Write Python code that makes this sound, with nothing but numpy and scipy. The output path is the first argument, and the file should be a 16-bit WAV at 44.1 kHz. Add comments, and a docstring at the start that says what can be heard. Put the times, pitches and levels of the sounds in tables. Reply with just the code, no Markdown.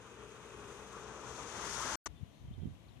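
"""On a river bridge a vehicle draws near: its tyres roar, hum and hiss ever louder over an engine drone.
The sound drops out, returns for an instant and fades quickly into quiet open air by the water.
There, puffs of wind thump on the two microphone ports (the left and right openings)
and small birds chirp far off."""
import sys
import numpy as np
from scipy import signal
from scipy.fft import rfft, irfft, next_fast_len
from scipy.io import wavfile
from scipy.ndimage import map_coordinates

SR = 44100
rng = np.random.default_rng(int(sys.argv[2]) if len(sys.argv) > 2 else 0)


def int16_out(signal):
    """Quantize to a 16-bit WAV file."""
    q = np.round(np.clip(np.atleast_2d(signal).T, -1, 1) * 32767)
    wavfile.write(sys.argv[1], SR, q.astype(np.int16))


N = 132300


def amp(db):
    """Turn decibels into a number to multiply by."""
    return 10 ** (np.asarray(db) / 20)


def unit(x):
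    """Scale a sound so that its average strength (rms) is 1."""
    return x / np.sqrt(np.mean(x ** 2) + 1e-20)


def clock():
    """The time of every sample, in seconds."""
    return np.arange(N) / SR


def ramp(start, end):
    """Rise from 0 to 1 between two times."""
    return np.clip((clock() - start) / (end - start), 0, 1)


def along(points, hz):
    """Read a table at any frequency, joining its rows on a log scale."""
    f, *cols = np.transpose(points)
    return np.array([np.interp(np.log(hz + 1), np.log(f + 1), c) for c in cols])


def curves(rows):
    """Join the rows of a time table into one curve per column."""
    s, *cols = np.transpose(rows)
    return [np.interp(clock(), s, c) for c in cols]


def wobble(rate):
    """A smooth curve through rate random values a second."""
    return map_coordinates(rng.standard_normal(4096), [clock() * rate], mode="wrap")


def filtered(x, response):
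    """Turn each frequency up or down by response(hz)."""
    m = next_fast_len(N + SR // 2)
    return irfft(rfft(x, m) * response(np.fft.rfftfreq(m, 1 / SR)), m)[..., :N]


def panned(x, db):
    """Make stereo: db louder on the left, db softer on the right."""
    return x * amp([[db], [-db]])


def tone(hz):
    """A pure tone that follows a pitch curve."""
    return np.sin(2 * np.pi * np.cumsum(hz) / SR)


def narrow(hz, width_hz):
    """Noise in a narrow band around a pitch that may move."""
    phase = 2 * np.pi * np.cumsum(hz * np.ones(N)) / SR
    return unit(wobble(width_hz) * np.cos(phase) + wobble(width_hz) * np.sin(phase))


def rush(colour, stereo):
    """Partly alike noise at the two ports, each with its own colour (mix of low and high)."""
    shared, own = rng.standard_normal((2, N))
    alike = lambda hz: np.clip(along(stereo, hz)[0], 0, 1)
    right = filtered(shared, lambda hz: alike(hz) * np.exp(-1j * along(stereo, hz)[1]))
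    right += filtered(own, lambda hz: np.sqrt(1 - alike(hz) ** 2))
    return filtered(np.array([shared, right]), lambda hz: amp(along(colour, hz)))


def band_rms(x, low_hz, high_hz):
    """How strong the average of left and right is between two frequencies."""
    return np.std(filtered(x.mean(0), lambda hz: (hz > low_hz) & (hz < high_hz)))


# How the tyres grow louder: t/s, roar level/dB, hiss level/dB
APPROACH = [(0, -60, -69.5), (0.3, -58, -68), (0.5, -56.5, -66.5), (0.7, -56.5, -64.5), (0.9, -56, -63.5),
            (1.0, -53.5, -63), (1.22, -53, -61), (1.37, -52, -54.5), (1.46, -51, -55.5), (1.56, -49.5, -54),
            (1.66, -46.5, -49.5), (1.76, -45, -46), (1.83, -44, -45.5), (1.95, -42, -46.5),
            (2.07, -41.5, -45)]
# Tyre colour far off, midway and close by: f/Hz, left level/dB, right level/dB
FAR_COLOUR = [(50, -7.5, -10), (160, -8, -14), (318, -6.5, -14), (443, -3.5, -12.5), (680, -14.5, -20),
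              (910, -8, -17.5), (1190, -7.5, -12.5), (1590, -15, -14), (2070, -20.5, -19.5),
              (2640, -18.5, -21.5), (3450, -19.5, -25.5), (4350, -30, -32), (5000, -28.5, -39.5),
              (5570, -26.5, -44), (6340, -19.5, -32.5), (7270, -27, -35.5), (9460, -32, -35.5),
              (11700, -42.5, -55), (14000, -44.5, -56)]
MIDWAY_COLOUR = [(49.5, -6, -9), (158, -3.5, -10.5), (304, -5.5, -12.5), (437, 0, -8.5), (656, -8, -13.5),
                 (945, -4, -12), (1135, -3.5, -7.5), (1550, -8, -11.5), (1820, -13, -24.5),
                 (2600, -16.5, -20), (3470, -16.5, -27), (4230, -22.5, -30.5), (5030, -23.5, -43),
                 (5800, -17, -32.5), (6400, -14, -31.5), (7600, -23, -32.5), (9406, -29.5, -34),
                 (11500, -40.5, -51.5), (14000, -47.5, -54)]
NEAR_COLOUR = [(50, -10.5, -12), (160, -8.5, -16.5), (420, -5.5, -15.5), (720, -10, -16), (880, -1, -8.5),
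               (1170, -1, -12.5), (1420, -5, -6), (1880, -7.5, -15), (2500, -12.5, -21), (3500, -9, -17.5),
               (3920, -15, -28), (4420, -12, -22.5), (5000, -10.5, -36), (5940, -6, -23), (6380, -3, -25.5),
               (7300, -11.5, -29.5), (8400, -16, -20), (10000, -19, -28.5), (12300, -32, -52),
               (13800, -33, -43)]
# When far turns to midway, then midway to near: start t/s, end t/s
COLOUR_TURNS = [(.75, 1.1), (1.4, 1.707)]
# How alike the ports hear the road: f/Hz, likeness/0-1, left port's lead/rad
ROAD_STEREO = [(60, .96, 0), (450, .96, -.1), (750, .89, -.2), (1200, .87, -.45), (1500, .72, -.15),
               (1750, .45, .3), (2100, .52, .9), (2600, .48, 2), (3500, .4, 3.9), (4400, .35, 4.3),
               (5100, .15, 6.3), (6400, .22, 8)]

def tyres(split_hz=3650, roar_flutter_db=1.07, hiss_flutter_db=1.0):
    """Rubber rolling on the road roars and hisses, louder and brighter as it nears."""
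    roar_db, hiss_db = curves(APPROACH)
    roar_gain = amp(roar_db - 0.2 + roar_flutter_db * wobble(29.68))
    hiss_gain = amp(hiss_db - 0.17 + hiss_flutter_db * wobble(60))
    closer, close = (ramp(start, end) for start, end in COLOUR_TURNS)
    stages = (FAR_COLOUR, 1 - closer), (MIDWAY_COLOUR, closer * (1 - close)), (NEAR_COLOUR, close)
    out = 0
    for colour, share in stages:
        noise = rush(colour, ROAD_STEREO)
        lows = filtered(noise, lambda hz: 1 / (1 + (hz / split_hz) ** 4))
        roar = roar_gain * lows / band_rms(noise, 700, 2500)
        hiss = hiss_gain * (noise - lows) / band_rms(noise, 4500, 12000)
        out += np.sqrt(share) * (roar + hiss)
    return out


# Hum of the tyre tread: t/s, f/Hz, level/dB
TREAD_HUM = [(0, 429, -67.5), (.13, 422.5, -66), (.21, 423.6, -57.5), (.36, 440, -64.5), (.46, 418, -59),
             (.57, 415, -57), (.76, 415, -57.5), (.88, 432.4, -60), (1.0, 422.4, -57), (1.2, 434.5, -62.5),
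             (1.36, 442.3, -55.5), (1.43, 434.6, -69), (1.65, 410, -58), (1.78, 422.4, -60)]

def tread(waver_hz=27.6, throb_db=0.5, roughness=0.7):
    """The tread blocks make a rough hum that throbs and comes in surges."""
    hz, db = curves(TREAD_HUM)
    hum = unit(tone(hz + waver_hz * wobble(130)) * amp(throb_db * wobble(70)))
    rough_hum = unit(hum + roughness * narrow(hz, width_hz=130.6))
    return panned(amp(db) * rough_hum, db=3.5)


# Engine tones, the first at the firing rate: f/Hz, level at average roar/dB, growth/dB per dB of roar
ENGINE_TONES = [(59.65, -65, 0.7), (121.4, -67, 0.3), (205, -73.5, 0.1), (636.5, -74, 0.6)]

def engine(pitch_wander=0.0137, waver_db=2, rasp_db=-71.5, rasp_growth=0.32, rasp_swing_db=3.5):
    """An unsteady low drone grows with the tyre roar, and each firing adds a light rasp."""
    roar_db = curves(APPROACH)[0]
    nearer_db = roar_db - roar_db.mean()
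    engine_time = np.cumsum(1 + pitch_wander * wobble(7.98)) / SR  # runs a little fast or slow
    drone = 0
    for hz, db, growth in ENGINE_TONES:
        gain = amp(db + growth * nearer_db + waver_db * wobble(9.1))
        drone += gain * np.sqrt(2) * np.sin(2 * np.pi * (hz * engine_time + rng.random()))
    firing = unit(amp(rasp_swing_db * np.cos(2 * np.pi * ENGINE_TONES[0][0] * engine_time)))
    rasp = amp(rasp_db + rasp_growth * nearer_db) * firing * narrow(hz=2506, width_hz=330)
    return panned(drone + rasp, db=6)


# Swells of ringing air: middle t/s, half length/s, f/Hz, level/dB
GROOVE_SWELLS = [(0.96, .04, 1240, -56.5), (1.265, .06, 1080, -55.5), (1.83, .035, 1180, -43.5)]

def grooves():
    """Air rings in the tyre grooves, standing out of the roar in short swells."""
    ring = 0
    for s, half, hz, db in GROOVE_SWELLS:
        swell = np.exp(-((clock() - s) / half) ** 2)
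        ring += amp(db) * swell * narrow(hz, width_hz=380)
    return panned(ring, db=3)


# Colour of the open air: f/Hz, left level/dB, right level/dB
AIR_COLOUR = [(50.3, 17, 9), (126, 13, 9.5), (300, 8.5, 1), (465, -0.5, -6), (700, 1, -10.5),
              (1110, -7.5, -12), (1560, -9.5, -15.5), (2400, -8.5, -16), (3260, -7, -15), (3940, -11, -18),
              (4600, -18, -24.5), (6700, -16, -28.5), (8000, -22.5, -29), (9450, -19.5, -29),
              (11800, -26.5, -34), (14000, -22.5, -36)]
# How alike the ports hear the air: f/Hz, likeness/0-1, left port's lead/rad
AIR_STEREO = [(102, 0.5, -7.5), (1500, 0.08, -5.5), (3400, 0.2, 4), (5000, 0, 2)]

def open_air(level_db=-57, waver_db=0.34):
    """The air by the water is a quiet, deep, almost steady rush."""
    return amp(level_db + waver_db * wobble(7.9)) * unit(rush(AIR_COLOUR, AIR_STEREO))


# Faint tones: f/Hz, pitch waver/Hz, level/dB
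WHINE_TONES = [(1015, 3.7, -84.5), (1137, 16.2, -84), (1970, 4, -88.5)]

def whine(waver_db=3):
    """Very faint tones waver, mostly on the left."""
    tones = 0
    for hz, waver_hz, db in WHINE_TONES:
        tones += amp(db + waver_db * wobble(15)) * tone(hz + waver_hz * wobble(60))
    return panned(tones, db=5.2)


# Puffs of wind: middle t/s, half length/s, left level/dB, right level/dB
PUFFS = [(2.124, 0.062, -49.5, -70), (2.213, 0.016, -43.5, -56), (2.463, 0.043, -44.5, -49),
         (2.525, 0.062, -49, -46.5), (2.587, 0.0093, -63, -38), (2.647, 0.052, -58, -38.5),
         (2.7, 0.044, -52, -44), (2.96, 0.075, -52, -63)]
# Colour of a soft and of a hard puff: f/Hz, level/dB
SOFT_PUFF = [(20, -19), (45, 3), (90, 2.5), (140, -1), (220, -29), (400, -46), (900, -60), (3000, -100)]
HARD_PUFF = [(20, -14), (50, -21), (85, 0), (200, -5.5), (300, -9.5), (500, -21), (900, -47), (3000, -90)]
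# Small swirls of air hitting a port: t/s, f/Hz, left level/dB, right level/dB
SWIRLS = [(2.234, 106, -29, -59), (2.513, 152, -34.5, -49), (2.633, 130, -60, -27.5),
          (2.658, 158, -53, -24.5), (2.675, 120, -33.5, -36)]

def wind(hard_above_db=-39.5):
    """Puffs rumble on each port separately, brighter when harder; single swirls thump."""
    t = clock()
    power = sum(amp([[left], [right]]) ** 2 * np.exp(-2 * ((t - s) / half) ** 2)
                for s, half, left, right in PUFFS)
    hardness = power / (power + amp(hard_above_db) ** 2)
    flow = rng.standard_normal((2, N))
    soft = unit(filtered(flow, lambda hz: amp(along(SOFT_PUFF, hz))))
    hard = unit(filtered(flow, lambda hz: amp(along(HARD_PUFF, hz))))
    out = np.sqrt(power) * ((1 - hardness) * soft + hardness * hard)
    for s, hz, left, right in SWIRLS:
        away = (np.pi * hz * (t - s)) ** 2
        thump = (1 - 2 * away) * np.exp(-away)  # one push, with a dip before and after
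        out += amp([[left], [right]]) * thump
    return out


# Distant chirps: t/s, length/s, start f/Hz, middle f/Hz, end f/Hz, level/dB
CHIRPS = [(2.15, 0.051, 3560, 3470, 3520, -74.5), (2.471, 0.032, 3260, 3160, 3150, -81),
          (2.514, 0.057, 3120, 3224, 3060, -75), (2.529, 0.021, 3480, 3620, 3600, -73.5),
          (2.208, .19, 2810, 3200, 3920, -85), (2.6, 0.042, 3080, 3400, 3540, -77.5),
          (2.634, 0.024, 3200, 3110, 3080, -78), (2.882, 0.016, 4500, 3970, 3850, -73.5),
          (2.916, 0.017, 3950, 3700, 3450, -77), (2.966, 0.0097, 3100, 2750, 2450, -76)]

def birds(jitter_hz=70, jitter_per_glide=0.149, echo_gain=0.38, echo_s=0.2):
    """Small birds sing thin, gliding chirps, blurred by the trees on the bank."""
    t, song = clock(), np.zeros(N)
    for s, length, start_hz, middle_hz, end_hz, db in CHIRPS:
        progress = np.clip((t - s) / length, 0, 1)
        glide = np.interp(progress, [0, .5, 1], [start_hz, middle_hz, end_hz])
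        jitter = (jitter_hz + jitter_per_glide * abs(end_hz - start_hz)) * wobble(900)
        swell = np.sqrt(2 * abs(np.sin(np.pi * progress)))
        song += amp(db) * swell * tone(glide + jitter)
    tail = rng.standard_normal((2, SR // 2)) * amp(-60 * t[:SR // 2] / echo_s)
    echo = signal.fftconvolve(song[None], tail / np.linalg.norm(tail[0]), axes=1)[:, :N]
    return panned(song + echo_gain * echo, db=7)


# Hoarse calls: middle t/s, half length/s, f/Hz, level/dB
FAR_CALLS = [(2.358, .06, 4000, -83), (2.39, .11, 6230, -87)]

def far_calls():
    """Soft, hoarse calls come from far along the bank."""
    calls = 0
    for s, half, hz, db in FAR_CALLS:
        swell = np.exp(-((clock() - s) / half) ** 4)
        calls += amp(db) * swell * narrow(hz, width_hz=940)
    return panned(calls, db=7)


def scene():
    """The vehicle quickly fades out as the quiet riverside fades in."""
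    vehicle = tyres() + tread() + engine() + grooves()
    riverside = open_air() + whine() + wind() + birds() + far_calls()
    fade = ramp(2.067, 2.078)
    return (1 - fade) * vehicle + fade * riverside


def record(dry):
    """The microphone loses the deepest bass and highest treble; a tenth of a second drops out."""
    low_cut_hz, top_hz = 52.3, 14200
    drop_s, return_s, edge_s = 1.9565, 2.0592, 0.0006
    outside_gap_s = np.maximum(drop_s - clock(), clock() - return_s)
    sound_on = np.clip(outside_gap_s / edge_s + .5, 0, 1)
    thinned = filtered(dry, lambda hz: (hz / low_cut_hz) ** 4 / np.sqrt(1 + (hz / low_cut_hz) ** 8))
    return filtered(thinned * sound_on, lambda hz: hz < top_hz)


dry = scene()
out = record(dry)
int16_out(out)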